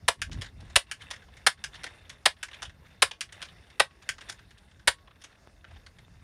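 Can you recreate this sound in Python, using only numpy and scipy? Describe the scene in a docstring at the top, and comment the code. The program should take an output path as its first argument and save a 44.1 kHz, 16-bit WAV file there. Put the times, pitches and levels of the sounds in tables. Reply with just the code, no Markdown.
"""Pumping an air rifle on a porch

On each stroke the lever pops off its catch, slides open to its stop and slams shut on the pump tube.
Each impact is a burst of contacts that excites the rifle's damped modes; the porch reflects it.
Friction hisses, hands and linkage tick, and a breeze rumbles on the microphone over an outdoor hush."""
import sys
import numpy as np
from scipy import signal
from scipy.io import wavfile

SR = 44100
rng = np.random.default_rng(int(sys.argv[2]) if len(sys.argv) > 2 else 0)


def int16_out(signal):
    """Quantize to a 16-bit WAV file."""
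    q = np.round(np.clip(np.atleast_2d(signal).T, -1, 1) * 32767)
    wavfile.write(sys.argv[1], SR, q.astype(np.int16))


N = 274831

# lever striking the tube: start_s, level_db, rattle_t60_s, body_db, bright_db, focus_hz, thump_db, ring_db
SLAMS = [(0.0803, -2.5, .027, 4.5, -1, 608, -28, -30), (0.757, -.5, .024, .5, -0.5, 2500, -15, -32),
         (1.4647, -2, .036, -2, -2, 1760, -29, -22), (2.2553, -3, .04, 4, -3, 2070, -33, -28),
         (3.0206, -2, .033, 2, -1, 1300, -31, -28), (3.7965, -1.5, .036, 5.5, -7, 1420, -29, -25),
         (4.8738, -2.5, .042, 4, 1.5, 1810, -21, -19)]
# lever reaching its stop: start_s, level_db, rattle_t60_s, body_db, bright_db, focus_hz
OPEN_STOPS = [(.412, -25, .06, 2.5, 3, 1940), (1.104, -23, .063, -.5, 2, 2100),
              (1.834, -21.5, .05, 3, 1.5, 2100), (2.6205, -24, .06, 1.5, 1.5, 2900),
              (3.418, -26.5, .06, -.5, .5, 2350), (4.29, -25, .052, 2, 8, 2100)]
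# spectrum of light metal contacts: frequency_hz, density_db
TICK_SPECTRUM = [(180, -40.5), (300, -14), (1340, -3), (2030, 0), (2570, -9), (3030, 3.5), (4300, -10.5),
                 (6000, -1), (6620, -19), (9550, -19.5), (16000, -57.5)]
SLAM_KNOCK_DELAY_S = .0033
EDGES_HZ = 22 * 2 ** np.arange(0, 9.7, 1 / 3)   # third-octave bands
CENTRES_HZ = np.sqrt(EDGES_HZ[:-1] * EDGES_HZ[1:])
BANDS = [signal.butter(2, pair, "band", fs=SR, output="sos") for pair in zip(EDGES_HZ, EDGES_HZ[1:])]


def from_db(db):
    """Decibels to amplitude ratio."""
    return 10 ** (np.asarray(db) / 20)


def unit_rms(x):
    """Normalisation to unit mean power."""
    return x / np.sqrt(np.mean(x ** 2) + 1e-20)


def butterworth(x, order, hz, kind):
    """Filtering with a maximally flat passband."""
    return signal.sosfilt(signal.butter(order, hz, kind, fs=SR, output="sos"), x)


def band_levels_db(spectrum):
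    """Log-frequency interpolation of a spectrum at the band centres."""
    hz, db = np.transpose(spectrum)
    return np.interp(np.log(CENTRES_HZ), np.log(hz), db, left=-90)


def drift(rate_hz):
    """Low-passed Gaussian noise: a slow fluctuation of unit rms."""
    hop, settling = 40, 2000
    pole = np.exp(-2 * np.pi * rate_hz * hop / SR)
    white = rng.standard_normal(N // hop + settling + 2)
    slow = signal.lfilter([1], [1, -2 * pole, pole * pole], white)[settling:]
    return np.interp(np.arange(N) / hop, np.arange(len(slow)), unit_rms(slow))


def grains(size, spread_db):
    """Heavy-tailed noise: dense impulses of uneven strength."""
    return rng.standard_normal(size) * from_db(spread_db * np.minimum(rng.exponential(1, size), 5))


def ring(force, hz, t60_s):
    """Damped oscillator: a unit impulse starts a decaying sine of unit amplitude."""
    r, w = from_db(-60 / (t60_s * SR)), 2 * np.pi * hz / SR
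    return signal.lfilter([0, np.sin(w)], [1, -2 * r * np.cos(w), r * r], force + 1e-18)


def resonance(x, hz, width_hz):
    """Two-pole resonator with unit gain at its peak."""
    r, w = np.exp(-np.pi * width_hz / SR), 2 * np.pi * hz / SR
    return signal.lfilter([(1 - r * r) / 2, 0, (r * r - 1) / 2], [1, -2 * r * np.cos(w), r * r], x)


def band_noise(spectrum, flicker_db, grain_db, rate_hz):
    """Noise of unit rms whose bands undergo partly correlated amplitude modulation."""
    out, common = np.zeros(N), drift(rate_hz)
    white = [grains(N, grain_db), grains(N, grain_db)]
    for k, db in enumerate(band_levels_db(spectrum)):
        if db > -89:
            flicker = 0.48 * common + drift(rate_hz)
            out += from_db(db + flicker_db * flicker) * signal.sosfilt(BANDS[k], white[k % 2])
    return unit_rms(out)


def outdoor_hush():
    """Ambient noise: a faint broadband floor that wavers slowly."""
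    # outdoor background: frequency_hz, density_db
    spectrum = [(59, -33.5), (100, -5), (310, -8.5), (600, -11), (1000, -16), (1350, -18), (1870, -17),
                (2260, -31), (5670, -20.5), (7020, -36), (9270, -35.5), (15100, -36), (16500, -56.5)]
    return from_db(-65.5) * band_noise(spectrum, flicker_db=2.8, grain_db=0.2, rate_hz=6)


def breeze():
    """Turbulence at the microphone: low-frequency pressure fluctuations that rise with each gust."""
    # gust envelope: time_s, level_db
    gusts = [(0.0, -47), (0.06, -44), (0.15, -62), (0.19, -44), (0.26, -47), (0.29, -33), (0.4, -36),
             (0.43, -47), (0.6, -47), (0.635, -38), (0.72, -51), (0.83, -61), (1.05, -57), (1.8, -55),
             (2.3, -61), (2.9, -55), (3.1, -64), (3.35, -55), (3.9, -61), (4.3, -56), (5.3, -61),
             (5.65, -59), (5.75, -51), (5.85, -59), (6.23, -53)]
    # wind rumble: frequency_hz, density_db
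    spectrum = [(12, -45), (20, -14.5), (48, -2), (86, 0), (128, -10.5), (168, -10.5), (340, -32),
                (500, -44), (650, -63.5), (1100, -120)]
    envelope = from_db(np.interp(np.arange(N) / SR, *np.transpose(gusts)))
    return envelope * band_noise(spectrum, flicker_db=3.3, grain_db=1.0, rate_hz=12)


def air_puffs():
    """Pressure transients: each puff is a dull kick followed by a low, damped swing back."""
    # pops of air on the microphone: start_s, strength_db
    puffs = [(0.297, -40.5), (0.344, -44), (0.375, -39), (0.628, -43), (5.474, -39.5), (5.498, -54),
             (6.082, -47)]
    impulses = np.zeros(N)
    for start_s, strength_db in puffs:
        impulses[round(start_s * SR)] = -from_db(strength_db + 11)
    pole = np.exp(-2 * np.pi * 1100 / SR)   # low-pass corner at 1100 Hz
    kick = signal.lfilter([1 - pole], [1, -2 * pole, pole * pole], impulses)
    return kick - from_db(-18) * ring(impulses, hz=65, t60_s=.05)


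def friction_envelope():
    """Incoherent sources add in power: piston strokes and hand grips each swell and fade."""
    # piston travel: start_s, opening_db, closing_db, closing_fade_db_per_s
    strokes = [(.3, -55, -62, 60), (.985, -55, -56, 65), (1.71, -52, -50, 55), (2.49, -55, -56, 110),
               (3.31, -53, -59, 20), (4.19, -53, -59, 60)]
    # hands shifting on stock and lever: start_s, length_s, level_db
    grips = [(.17, .05, -62), (.57, .18, -60), (.86, .05, -61), (1.3, .12, -60), (1.56, .07, -62),
             (2.09, .02, -57), (2.36, .06, -64), (2.82, .13, -62), (3.66, .09, -65), (3.86, .08, -64),
             (4.0, .09, -60), (4.5, .2, -68), (5.18, .15, -63), (5.66, .1, -63), (5.98, .2, -68),
             (6.19, .04, -64)]
    attack_s, sag_db_per_s, release_db_per_s, resting_db = .035, 12, 140, -71
    t, power = np.arange(N) / SR, from_db(resting_db) ** 2
    for stroke, (stop_s, *_), (slam_s, *_) in zip(strokes, OPEN_STOPS, SLAMS[1:]):
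        start_s, opening_db, closing_db, fade_db_per_s = stroke
        swell = np.clip((t - start_s) / attack_s, 0, 1)
        opening = swell * from_db(opening_db - sag_db_per_s * np.abs(t - start_s))
        closing = (t < slam_s) * from_db(closing_db - fade_db_per_s * np.abs(t - stop_s))
        power += np.where(t < stop_s, opening, closing) ** 2
    for start_s, length_s, level_db in grips:
        swell = np.clip((t - start_s) / attack_s, 0, 1)
        held = from_db(level_db - release_db_per_s * np.maximum(t - start_s - length_s, 0))
        power += (swell * held) ** 2
    return np.sqrt(power)


def rubbing():
    """Sliding friction: hiss and small slips of the linkage excite the pump tube's resonances."""
    # friction noise: frequency_hz, density_db
    spectrum = [(150, -28.5), (250, -0.5), (414, -1.5), (651, 3.5), (1580, -1.5), (1910, -2), (3120, -5),
                (3460, -5.5), (4260, -10.5), (6700, -21.5), (9170, -16), (16000, -48)]
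    # air resonances of the pump tube: pitch_hz, width_hz, gain_db
    tube = [(1750, 250, 3.5), (2060, 250, 2), (2640, 300, 1.5), (3600, 220, 5), (5600, 400, 2)]
    slips_per_s, chatter_db = 140, -6
    hiss = band_noise(spectrum, flicker_db=3.0, grain_db=3, rate_hz=55)
    slips = (rng.random(N) < slips_per_s / SR) * grains(N, 1.8)
    chatter = sum(from_db(db) * ring(slips * rng.standard_normal(N), hz, .018) for hz, _, db in tube[:4])
    rush = hiss + sum(from_db(db) * resonance(hiss, hz, width_hz) for hz, width_hz, db in tube)
    return friction_envelope() * unit_rms(unit_rms(rush) + from_db(chatter_db) * unit_rms(chatter))


def impacts(events, spectrum, touch_db, touch_t60_s, delay_s, knock_s, uneven_db, ring_db, focus_db):
    """Impact excitation: a first touch, then a knock that rattles out and rings the rifle's modes."""
    # modes of tube, lever and stock: pitch_hz, level_db, t60_s
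    modes = [(603, -32, .025), (1105, -37, .45), (1320, -27, .025), (1590, -11, .07), (1950, -25, .03),
             (2580, -28, .03), (2900, -29, .03), (3650, -27, .025)]
    out, t = np.zeros(N + SR), np.arange(SR // 3) / SR
    bass = CENTRES_HZ < 1100
    treble = np.clip(np.log(CENTRES_HZ / 3000) / np.log(6500 / 3000), 0, 1)
    kick = from_db(14) * (np.arange(len(t)) == round(delay_s * SR))   # the knock's impulse on the modes
    touch = from_db(touch_db - 60 * t / touch_t60_s)
    for event, ringing_db in zip(events, np.broadcast_to(ring_db, len(events))):
        start_s, level_db, rattle_t60_s, body_db, bright_db, focus_hz = event[:6]
        knock = (t >= delay_s) * from_db(-60 * np.maximum(t - delay_s - knock_s, 0) / rattle_t60_s)
        force = (touch + knock) * grains(len(t), 3.5)
        force[0] += 4.0 * touch[0]   # the very first contact is a hard click
        focus = np.exp(-(np.log2(CENTRES_HZ / focus_hz) / 0.2) ** 2)   # the struck part's pitch region
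        colour_db = band_levels_db(spectrum) + body_db * bass + bright_db * treble + focus_db * focus
        gains = from_db(colour_db + rng.normal(0, uneven_db, len(BANDS)))
        crack = sum(gain * (-1) ** k * signal.sosfilt(BANDS[k], force[:SR // 8])
                    for k, gain in enumerate(gains) if gain > 1e-3)
        crack = np.pad(crack / np.abs(crack).max(), (0, len(t) - len(crack)))
        ringing = sum(from_db(db + ringing_db + rng.normal(0, 2.5)) * ring(kick, hz, t60_s)
                      for hz, db, t60_s in modes)
        at = round(start_s * SR)
        out[at:at + len(t)] += from_db(level_db) * (crack + ringing)
    return out[:N]


def linkage_ticks():
    """Light impacts: hands and linkage tick, and the lever rebounds once from its open stop."""
    # small contacts: start_s, level_db, rattle_t60_s, body_db, bright_db, focus_hz
    ticks = [(0.315, -36, .05, -2, -3, 2280), (0.325, -34, .09, -10, 9, 3650),
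             (0.46, -38, .05, -2, 0, 1680), (0.604, -48, .06, -2, 13, 3470), (0.699, -44, .05, 8, 4, 732),
             (1.007, -40, .04, -8, -1, 2000), (1.017, -36, .055, -12, -1, 3560),
             (1.16, -41, .04, -8, 0, 1700), (1.22, -46.5, .05, -1, -6, 1680),
             (1.284, -50, .03, 8, -12, 800), (1.368, -42.5, .06, -2, 1, 1990),
             (1.742, -38, .05, -2, 0, 3800), (1.754, -37, .08, -2, 1, 3550), (2.095, -32, .06, 0, 7, 2160),
             (2.127, -45, .03, 3, 0, 1100), (2.483, -38, .05, 2, -4, 1950), (2.512, -38, .04, 0, -5, 2830),
             (2.531, -35.5, .05, -3, -10, 2320), (2.542, -36, .05, -11, 0, 2720),
             (2.695, -41, .05, -2, -4.5, 1570), (2.861, -50.5, .06, -4, -2, 1900),
             (3.111, -24, .017, 4, 1.5, 2760), (3.29, -47, .04, -2, -6, 1830),
             (3.323, -36, .04, -9, 9, 1820), (3.486, -41.5, .05, -4, -11, 3700),
             (3.668, -52, .03, -4, -4, 3360), (3.701, -48, .055, -6, 4, 2030),
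             (4.023, -44.5, .05, -1, 4, 1180), (4.182, -39, .03, 2, -4, 1180),
             (4.209, -36.5, .09, -7, 1, 2570), (4.39, -44.5, .06, -12, -5, 1560),
             (4.507, -46.5, .05, -2, 0, 2220), (4.58, -48.5, .04, -1, 12, 3500),
             (4.712, -51, .04, -2, -1, 1550), (4.794, -50, .04, 1, -1, 1540),
             (5.074, -44, .03, 7, -18, 1300), (5.108, -48, .02, 2, -18, 1290),
             (5.157, -52, .02, 6, -12, 1100), (5.216, -43, .055, -7, 10, 3320),
             (5.239, -37, .05, 2, 8, 2660), (5.643, -38, .02, 2, -14, 1550), (5.709, -47, .05, 9, -14, 600),
             (5.759, -47.5, .06, 8, -8, 757), (5.863, -39, .03, -3, 0.5, 1765),
             (5.985, -45.5, .03, -1, -1.5, 2070)]
    bounce_s, bounce_db = .031, -11
    bounces = [(start_s + bounce_s, db + bounce_db, *timbre) for start_s, db, *timbre in OPEN_STOPS]
    return impacts(ticks + bounces, TICK_SPECTRUM, touch_db=7, touch_t60_s=.046, delay_s=.0035,
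                   knock_s=.0027, uneven_db=2.5, ring_db=-22, focus_db=11)


def lever_stops():
    """Sudden deceleration: the lever clacks against its stop at full reach."""
    return impacts(OPEN_STOPS, TICK_SPECTRUM, touch_db=-4, touch_t60_s=.03, delay_s=.006,
                   knock_s=.002, uneven_db=1.0, ring_db=-27, focus_db=3.5)


def catch_pops():
    """Release of elastic energy: the lever snaps off its catch with a sharp first click."""
    # catch releases: start_s, level_db, rattle_t60_s, body_db, bright_db, focus_hz
    pops = [(0.217, -16, .07, 0, 0.5, 1580), (0.913, -20.5, .07, 2.5, -1.5, 2480),
            (1.6395, -22, .08, 5, -1, 5550), (2.4287, -20, .075, 6, -1.5, 1710),
            (3.208, -18.5, .07, 2, -1, 1560), (4.09, -15.5, .06, 3, 0, 2900)]
    # snap of the catch: frequency_hz, density_db
    spectrum = [(240, -105), (400, -33.5), (852, -27), (1580, -5), (1960, -9), (2930, -4.5), (4380, -19.5),
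                (5430, -4.5), (7280, -20), (9040, -17.5), (16000, -51)]
    return impacts(pops, spectrum, touch_db=8.5, touch_t60_s=.028, delay_s=.0045,
                   knock_s=.0008, uneven_db=1.5, ring_db=-21, focus_db=3.5)


def stock_thumps():
    """Momentum transfer: each slam jolts the stock into a low, heavily damped vibration."""
    impulses = np.zeros(N)
    for start_s, *_, thump_db, _ in SLAMS:
        impulses[round((start_s + SLAM_KNOCK_DELAY_S) * SR)] = from_db(thump_db)
    push = signal.lfilter([.01], [1, -.99], impulses)   # spread over a few milliseconds
    return ring(push, hz=85, t60_s=.04)


def lever_slams():
    """Hard collision: brief contacts of lever on tube radiate a loud broadband crack."""
    # crack of the closing lever: frequency_hz, density_db
    spectrum = [(35, -45), (60, -21), (250, -26), (540, -5), (1340, -0.5), (2250, 1.5), (2580, -4.5),
                (3120, -0.5), (4860, -3.5), (6900, -17), (9130, -3.5), (12100, -34.5), (14200, -29.5),
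                (16000, -37)]
    return impacts(SLAMS, spectrum, touch_db=-4.5, touch_t60_s=.084, delay_s=SLAM_KNOCK_DELAY_S,
                   knock_s=.0052, uneven_db=0, ring_db=[slam[-1] for slam in SLAMS], focus_db=3)


def porch_reflections(x):
    """Reverberation from floor, wall and roof dies fast; one dull echo returns from a far wall."""
    onset_s, end_s, t60_s, treble_t60_s, reverb_db = .018, .078, .135, .14, -13.5
    echo_s, echo_db = .108, -46.5
    t = np.arange(SR // 4) / SR
    scatter = grains(len(t), 2.7) * np.clip(t / onset_s, 0, 1) * np.exp(-(t / end_s) ** 4)
    dull = butterworth(scatter, 2, 5000, "low")
    tail = dull * from_db(-60 * t / t60_s) + (scatter - dull) * from_db(-60 * t / treble_t60_s)
    tail = butterworth(tail, 1, 550, "high")   # lows escape through the open sides
    reverb = from_db(reverb_db) * signal.fftconvolve(x, tail / np.sqrt(np.sum(tail ** 2)))[:N]
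    echo = butterworth(x + reverb, 2, [700, 4000], "band")
    return reverb + from_db(echo_db) * np.pad(echo, (round(echo_s * SR), 0))[:N]


def scene():
    """Superposition of the rifle, its reflections and the outdoor air, in one channel."""
    rifle = lever_slams() + catch_pops() + lever_stops() + linkage_ticks()
    air = breeze() + outdoor_hush() + air_puffs()
    return (air + rifle + porch_reflections(rifle) + stock_thumps() + rubbing())[None]


def microphone(x):
    """Frequency response: a port resonance lifts the treble, and deep bass rolls off."""
    lifted = x + from_db(4.5) * resonance(x, hz=9300, width_hz=870)
    return butterworth(lifted, 4, 36, "high")


def record(dry):
    """Dynamic compression: gain ducks after loud impacts; peaks saturate and the top treble is cut."""
    threshold_db, slope, attack_s, release_db_per_s = -22, 0.35, .018, 59
    ceiling, cutoff_hz = .8, 16850
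    picked_up = microphone(dry)
    reduction_db = slope * np.maximum(20 * np.log10(np.abs(picked_up[0]) + 1e-9) - threshold_db, 0)
    recovery_db = release_db_per_s * np.arange(N) / SR
    held_db = np.maximum.accumulate(reduction_db + recovery_db) - recovery_db   # decaying peak hold
    pole = np.exp(-1 / (attack_s * SR))
    ducked = picked_up * from_db(-signal.lfilter([1 - pole], [1, -pole], held_db))
    rounded = ceiling * np.tanh(ducked / ceiling)
    return signal.sosfilt(signal.cheby2(14, 60, cutoff_hz, fs=SR, output="sos"), rounded)


dry = scene()
out = record(dry)
int16_out(out)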